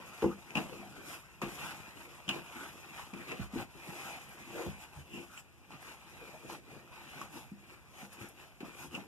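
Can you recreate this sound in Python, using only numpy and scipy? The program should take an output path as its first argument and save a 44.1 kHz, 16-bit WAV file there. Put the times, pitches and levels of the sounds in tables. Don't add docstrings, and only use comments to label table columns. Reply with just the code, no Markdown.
import sys
import numpy as np
from scipy import signal
from scipy.fft import rfft, irfft
from scipy.io import wavfile
from scipy.ndimage import uniform_filter1d

SR = 44100
rng = np.random.default_rng(int(sys.argv[2]) if len(sys.argv) > 2 else 0)


def transcribe(u):
    v = np.clip(np.atleast_2d(u).T, -1, 1)
    q = np.round(v * 32767).astype(np.int16)
    wavfile.write(sys.argv[1], SR, q)


N = 399987
HZ = np.fft.rfftfreq(N, 1 / SR)
TIME = np.arange(N) / SR


def gain(db):
    return 10 ** (np.asarray(db) / 20)


def evened(x):
    return x / np.sqrt(np.mean(x ** 2) + 1e-20)


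def look_up(points, hz):
    f, value = np.transpose(points)
    return np.interp(np.log(hz + 1), np.log(f + 1), value)


def add(mix, start, sound):
    part = mix[..., max(round(start * SR), 0):][..., :sound.shape[-1]]
    part += sound[..., :part.shape[-1]]


def coloured(x, colour):
    return evened(irfft(rfft(x) * gain(look_up(colour, HZ)), N))


def noise(colour):
    return coloured(rng.standard_normal((2, N)), colour)


def pulse(hz, cycles):
    age = np.arange(SR // 4) / SR * hz / cycles
    return age * np.exp(1 - age) * np.sin(2 * np.pi * age * cycles)


def scattered(sound, scatter_db, fade_s, side_db):
    t = np.arange(SR // 4) / SR
    echo = rng.standard_normal((2, len(t))) * gain(-60 * t / fade_s) * (t > .0015)
    echo *= gain(scatter_db) / np.linalg.norm(echo[0])
    echo[0, 0] += 1
    echo[1, round(.0012 * SR)] += gain(side_db)
    return signal.fftconvolve(sound[None], echo, axes=1)


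# f/Hz, time to fade by 60 dB/s
WALL_ECHO = [(100, 0.33), (400, 0.2), (1500, 0.28), (4000, 0.082), (12000, 0.28)]

def with_walls(x, echo_db):
    hz, t, bands = signal.stft(rng.standard_normal((2, SR // 2)), SR, nperseg=256)
    fade = gain(-60 * t / look_up(WALL_ECHO, hz)[:, None]) * (t > .01)
    tail = signal.istft(bands * fade, SR, nperseg=256)[1]
    tail /= np.linalg.norm(tail[0])
    return x + gain(echo_db) * signal.fftconvolve(x, tail, axes=1)[:, :N]


# f/Hz, level/dB (levels in all tables are relative)
RUMBLE_COLOUR = [(20, -32), (55, 5), (130, 2), (260, -8), (480, -11), (900, -14), (1800, -17),
                 (2550, -14.5), (3400, -24), (5200, -26), (6500, -28), (14000, -30)]

def room_rumble():
    return gain(-61.5) * noise(RUMBLE_COLOUR)


# t/s, swell/s, fade/s, rub level/dB, fold level/dB, weave level/dB
CLOTH_STROKES = [(0.0, .1, 0.2, -60, -53.5, -76), (0.23, 0.22, .11, -74, -51, -57),
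                 (0.61, .11, 0.29, -45, -50.5, -57.5), (0.8, 0.15, 0.16, -71, -58, -75),
                 (0.97, 0.035, 0.069, -50, -52, -63), (1.115, 0.072, 0.083, -51.5, -47, -48.5),
                 (1.52, 0.08, 0.15, -49.5, -48.5, -52.5), (1.65, .1, 0.14, -47, -42.5, -50.5),
                 (2.0, 0.077, 0.067, -55, -55, -60), (2.12, 0.1, 0.19, -58.5, -55.5, -61.5),
                 (2.35, .06, 0.077, -43.5, -44, -55), (2.63, 0.2, 0.12, -54, -48.5, -55.5),
                 (3.0, 0.059, 0.064, -58, -46, -55.5), (3.21, 0.069, 0.06, -50, -51, -62),
                 (3.315, 0.052, 0.036, -40.5, -43.5, -56), (3.42, 0.16, 0.047, -52, -48, -57.5),
                 (3.61, 0.081, .035, -45.5, -42.5, -51.5), (3.9, 0.19, 0.36, -55, -50, -58),
                 (4.07, 0.2, 0.15, -55, -45.5, -52), (4.595, .11, 0.16, -50.5, -45, -53.5),
                 (4.835, 0.042, 0.034, -74, -50.5, -54.5), (5.0, .1, 0.042, -59, -55.5, -60.5),
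                 (5.185, 0.099, 0.11, -53, -53, -57.5), (5.386, 0.085, 0.033, -75, -55, -56.5),
                 (5.725, 0.023, .07, -57, -51, -65), (5.89, .1, .07, -60, -48.5, -57),
                 (6.29, .25, 0.15, -58.5, -53.5, -62), (6.53, 0.086, 0.05, -45.5, -47.5, -53),
                 (6.72, 0.059, 0.16, -51, -54.5, -64.5), (6.95, 0.052, 0.17, -62, -53, -64),
                 (7.21, 0.22, 0.086, -51.5, -48.5, -57), (7.37, 0.061, 0.092, -50.5, -50, -53.5),
                 (7.73, 0.11, .09, -58, -57.5, -66), (8.025, 0.1, 0.057, -53, -50.5, -56.5),
                 (8.135, 0.032, .035, -72, -54, -57), (8.225, 0.065, 0.091, -53, -51, -56.5),
                 (8.41, 0.051, .11, -57, -54.5, -62), (8.66, 0.031, 0.11, -55.5, -52, -62.5),
                 (8.831, 0.09, 0.058, -54.5, -50, -52.5), (8.955, 0.041, 0.086, -47, -49, -56.5)]
# t/s, level/dB
CLOTH_STIRRING = [(0, -57), (1.0, -56.5), (1.38, -61.5), (1.85, -54), (2.24, -60.5), (2.9, -52.5),
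                  (3.7, -65.5), (4.4, -53), (5.0, -62.5), (5.5, -68), (6.1, -57.5), (6.85, -66.5),
                  (7.6, -65), (9.07, -65.5)]

def strokes(part, stir_db):
    column = ["rub", "folds", "weave"].index(part)
    drop_db, roundness = 11, 1.56
    power = gain(np.interp(TIME, *np.transpose(CLOTH_STIRRING)) + stir_db) ** 2
    for peak, swell, fade, *levels_db in CLOTH_STROKES:
        near = slice(*np.searchsorted(TIME, [peak - 3 * swell, peak + 3 * fade]))
        away = np.maximum((peak - TIME[near]) / swell, (TIME[near] - peak) / fade)
        power[near] += gain(levels_db[column] - drop_db * away ** roundness) ** 2
    return np.sqrt(power)


def pockets(x, depth_db):
    bands = signal.stft(x, nperseg=1024, noverlap=768)[2]
    patches = rng.standard_normal(bands.shape[1:])
    for _ in range(2):
        patches = uniform_filter1d(patches, size=4, axis=0)
        patches = uniform_filter1d(patches, size=8, axis=1)
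    return signal.istft(bands * gain(depth_db * evened(patches)), nperseg=1024, noverlap=768)[1][:, :N]


def friction(colour, flutter_db, flutter_hz, slips_per_s, spread_db, slip_share, pocket_db):
    sizes = gain(spread_db * np.minimum(rng.exponential(1, N), 4))
    slipping = rng.random(N) < slips_per_s / SR
    slips = evened(sizes * slipping * rng.choice([-1., 1.], (2, N)))
    hiss = rng.standard_normal((2, N))
    sliding = pockets(np.sqrt(1 - slip_share) * hiss + np.sqrt(slip_share) * slips, pocket_db)
    slow_band = HZ / flutter_hz / (1 + (HZ / flutter_hz) ** 4)
    flutter = evened(irfft(rfft(rng.standard_normal(N)) * slow_band, N))
    return coloured(sliding * gain(flutter_db * flutter), colour)


# f/Hz, level/dB
FOLD_COLOUR = [(250, -16), (550, -7.5), (800, 0), (1350, -3), (1800, -4), (2150, -3), (2500, 1.5),
               (2800, -3.5), (3300, -14), (4200, -12), (6500, -32)]

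def fold_rustle():
    rustle = friction(FOLD_COLOUR, flutter_db=1, flutter_hz=26.8,
                      slips_per_s=700, spread_db=3, slip_share=0.25, pocket_db=2.5)
    return gain(-0.5) * strokes("folds", stir_db=0) * rustle


# f/Hz, level/dB
WEAVE_COLOUR = [(1800, -10), (3400, 4.5), (4100, -5), (5200, 0.5), (6400, 3), (7400, 2), (8500, -2),
                (10500, 1), (14000, -4)]

def weave_hiss():
    hiss = friction(WEAVE_COLOUR, flutter_db=1, flutter_hz=13.4,
                    slips_per_s=900, spread_db=3.8, slip_share=0.15, pocket_db=2)
    return gain(0.37) * strokes("weave", stir_db=-7) * hiss


# f/Hz, level/dB, time to fade by 60 dB/s
TABLE_TONES = [(136.5, -9, 0.21), (171.5, -12, 0.17), (198.6, -0.5, 0.24), (245, -8, .1), (320, -27, 0.073),
               (344.4, 1.5, 0.23), (385, -14, 0.079), (470.5, 2.5, 0.088), (518, 0.5, 0.094),
               (714, -2, 0.065), (776, -24, 0.11)]

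def table_top(force):
    t = np.arange(SR // 2) / SR
    ring = sum(gain(db - 60 * t / fade) * np.cos(2 * np.pi * hz * t) for hz, db, fade in TABLE_TONES)
    return signal.fftconvolve(force, ring[None] / abs(rfft(ring)).max(), axes=1)[:, :N]


# f/Hz, level/dB
RUB_COLOUR = [(35, -12), (65, -10.5), (140, 4), (200, -1.5), (280, 1), (350, 0), (460, -5.5), (620, -8),
              (900, -24), (1600, -55)]

def hand_rubbing():
    rub = friction(RUB_COLOUR, flutter_db=2, flutter_hz=23.3,
                   slips_per_s=120, spread_db=3.5, slip_share=0.26, pocket_db=3)
    rub *= strokes("rub", stir_db=-4.5)
    return gain(-3) * rub + table_top(rub)


# t/s, level/dB, f/Hz, swish length/s, added swish level/dB
FOLD_SNAPS = [(0.2205, -43.5, 2830, 0.018, 2.5), (0.506, -36, 2580, 0.009, -35),
              (0.554, -24, 2650, 0.028, -15.5), (0.571, -27.5, 2620, 0.03, -12.5),
              (1.417, -27.5, 1120, 0.037, -11), (2.019, -45, 1710, 0.0086, -10),
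              (2.28, -32, 3040, 0.0089, -13), (2.291, -18, 2850, 0.025, -19),
              (2.995, -34.5, 1070, .012, -20), (3.137, -35.5, 2460, 0.014, -11),
              (3.282, -38, 2480, 0.01, -14), (3.319, -28, 2470, 0.0059, -25),
              (5.377, -38, 2850, 0.016, -22), (5.706, -43, 910, 0.043, -15), (6.499, -33, 940, 0.042, -19),
              (6.876, -49, 1300, 0.016, -17), (7.215, -29, 1190, 0.016, -18),
              (8.605, -40, 2670, 0.02, -7.5), (8.951, -29, 2770, 0.018, -28)]

def fold_snaps():
    pops, swish_level = np.zeros((2, N)), np.zeros(N)
    t = np.arange(SR // 3) / SR
    for start, db, hz, length, swish_db in FOLD_SNAPS:
        pop = pulse(hz, cycles=(hz / 1200) ** 0.72)
        crack = gain(-4) * pulse(6100, cycles=0.51)
        add(pops, start, gain(db) * scattered(pop + crack, scatter_db=-4.5, fade_s=0.074, side_db=1))
        rise_and_fall = (1 - np.exp(-t / 0.0011)) * np.exp(-t / length)
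        add(swish_level, start, gain(db + swish_db) * rise_and_fall)
    swish = noise(FOLD_COLOUR) + gain(-12.5) * noise(WEAVE_COLOUR)
    return gain(-2) * with_walls(pops, echo_db=-10.5) + gain(1.5) * swish_level * swish


# t/s, level/dB, f/Hz, sharpness/dB
FINGER_KNOCKS = [(0.224, -25, 365, -13), (0.229, -20.5, 416, -6), (0.242, -16, 377, -3.5),
                 (0.256, -26, 273, -18), (0.263, -27.5, 298, -13), (0.297, -36.5, 167, -16),
                 (0.556, -28, 232, 0.5), (0.57, -27, 210, 4.5), (0.582, -25.5, 347, 0),
                 (0.724, -39, 333, -8), (0.794, -40, 230, -8), (1.421, -31, 400, -14),
                 (1.433, -33, 201, -2), (1.464, -36.5, 330, -20), (2.28, -34, 200, -25),
                 (2.297, -35.5, 300, -22), (2.36, -36, 380, -21), (3.133, -34.5, 220, -7),
                 (3.321, -33.5, 376, -24), (3.394, -34.5, 191, -21), (3.535, -34, 214, -20),
                 (3.558, -25, 270, -12), (3.601, -36.5, 340, 8), (3.886, -39.5, 179, -19),
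                 (4.664, -30, 209, -1), (5.179, -38.5, 288, -22), (6.497, -47, 350, -10),
                 (7.517, -38, 202, -18), (8.029, -42, 211, -15), (8.607, -38, 353, -6),
                 (8.63, -35.5, 247, -5), (8.845, -39.5, 256, -9), (8.942, -37.5, 254, -4),
                 (8.977, -38, 256, 4)]

def finger_knocks():
    force = np.zeros((2, N))
    for start, db, hz, sharp_db in FINGER_KNOCKS:
        push = pulse(hz, cycles=0.42)
        tap = gain(sharp_db - 1.5) * pulse(762, cycles=0.51)
        add(force, start, gain(db) * scattered(push + tap, scatter_db=1, fade_s=0.13, side_db=-16))
    return gain(-2.5) * with_walls(force + gain(6) * table_top(force), echo_db=-11)


# t/s, length/s, level/dB, f/Hz, band width/Hz
SCRAPES_AND_RINGS = [(0.322, 0.027, -45.5, 1280, 350), (0.558, 0.007, -31, 2690, 250),
                     (0.575, 0.02, -33, 2700, 300), (0.84, 0.025, -47.5, 736, 150),
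                     (1.66, 0.022, -43.5, 965, 450), (2.294, 0.0063, -32, 3300, 800),
                     (2.311, 0.024, -35, 2790, 400), (2.608, 0.11, -49, 1380, 350),
                     (3.212, 0.027, -48, 1900, 400), (3.307, .04, -45.5, 2640, 500),
                     (5.161, 0.07, -45, 2750, 330), (5.344, 0.079, -55, 1410, 350),
                     (5.387, 0.035, -55, 7600, 900), (6.235, 0.037, -49, 405, 253),
                     (6.35, 0.023, -49, 654, 250), (6.988, .04, -54, 840, 250),
                     (8.644, 0.026, -48.5, 586, 500), (8.953, 0.017, -37, 2730, 260)]

def scrapes_and_rings():
    out = np.zeros((2, N))
    t = np.arange(SR // 2) / SR
    f = np.fft.rfftfreq(len(t), 1 / SR)
    for middle, length, db, hz, width in SCRAPES_AND_RINGS:
        band = 1 / (1 + (2 * (f - hz) / width) ** 2)
        tone = irfft(rfft(rng.standard_normal((2, len(t)))) * band, len(t))
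        swell = np.exp(-2 * ((t - t.mean()) / length) ** 2)
        add(out, middle - t.mean(), gain(db) * evened(tone) * swell)
    return gain(-3) * with_walls(out, echo_db=-11)


# t/s, level/dB, f/Hz
HAND_THUDS = [(0.571, -55, 107), (1.433, -52, 48.4), (2.28, -53, 109), (3.396, -38, 67.5), (3.557, -48, 57),
              (4.666, -39.5, 75.6), (4.96, -44, 77), (5.18, -59.5, 94), (8.209, -47.5, 108),
              (8.87, -53, 81)]

def hand_thuds():
    out = np.zeros((2, N))
    for start, db, hz in HAND_THUDS:
        sway = pulse(hz, cycles=0.83) + gain(-5.5) * pulse(hz * 1.85, cycles=1.86)
        add(out, start, gain(db) * scattered(sway, scatter_db=-4.5, fade_s=0.23, side_db=-31))
    return gain(4) * out


# t/s, level/dB
THREAD_TICKS = [(1.4162, -46), (2.2907, -38), (4.2896, -47), (5.8202, -46), (8.1304, -44), (8.287, -41.5)]

def thread_ticks():
    out = np.zeros((2, N))
    tick = pulse(10200, cycles=0.9)
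    for start, db in THREAD_TICKS:
        add(out, start, gain(db) * scattered(tick, scatter_db=4, fade_s=0.05, side_db=-2))
    return gain(2) * out


# t/s, level/dB
PALM_DRAG = [(4.52, -70), (4.555, -45.5), (4.605, -38), (4.655, -49), (4.69, -48)]

def palm_drag():
    judder = noise([(200, -25.5), (340, 3.5), (540, -0.5), (900, -9)])
    level_db = np.interp(TIME, *np.transpose(PALM_DRAG), left=-120, right=-120)
    return gain(level_db + 3) * evened(table_top(judder))


# f/Hz, likeness (held within -0.99, opposite, and 0.99, alike)
STEREO_LIKENESS = [(60, -0.5), (125, -0.45), (200, 0.6), (560, 0.6), (850, 1), (1200, 1.4), (1600, 0.4),
                   (2150, 0.97), (2850, 0.37), (3200, 1.1), (3650, 0), (4250, 1.15), (4700, 0.4),
                   (5200, 0.43), (8000, 0.24), (14000, 0.1)]
# f/Hz, lead/radians
LEFT_LEAD = [(0, 0), (1380, 0), (1750, 2.3), (2100, 3.14), (2600, 4.4), (3050, 6.1), (3450, 6.3),
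             (3850, 9.2), (4550, 9.5), (4900, 12.4), (5450, 12.6), (6100, 15.3), (7400, 18.8), (14000, 36)]
# f/Hz, level/dB
LEFT_LOUDER = [(100, -0.5), (450, 3), (1200, -0.5), (1900, 2), (4800, 0), (6400, 3), (14000, 0.5)]

def stereo(sound):
    front, side = rfft(sound)
    likeness = np.clip(look_up(STEREO_LIKENESS, HZ), -.99, .99)
    front *= np.sqrt((1 + likeness) / 2)
    side *= np.sqrt((1 - likeness) / 2)
    lean_left = gain(look_up(LEFT_LOUDER, HZ) / 2) * np.exp(.5j * look_up(LEFT_LEAD, HZ))
    return irfft(np.array([(front + side) * lean_left, (front - side) / lean_left]), N)


def scene():
    mix = room_rumble() + fold_rustle() + weave_hiss() + scrapes_and_rings()
    mix += hand_rubbing() + palm_drag()
    mix += finger_knocks() + hand_thuds() + fold_snaps() + thread_ticks()
    return stereo(mix)


def record(dry):
    bass_cut = signal.butter(4, 35, "highpass", fs=SR, output="sos")
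    treble_cut = signal.firwin(511, 14420, window=("kaiser", 9), fs=SR)
    return signal.oaconvolve(signal.sosfilt(bass_cut, dry), treble_cut[None], "same")


dry = scene()
out = record(dry)
transcribe(out)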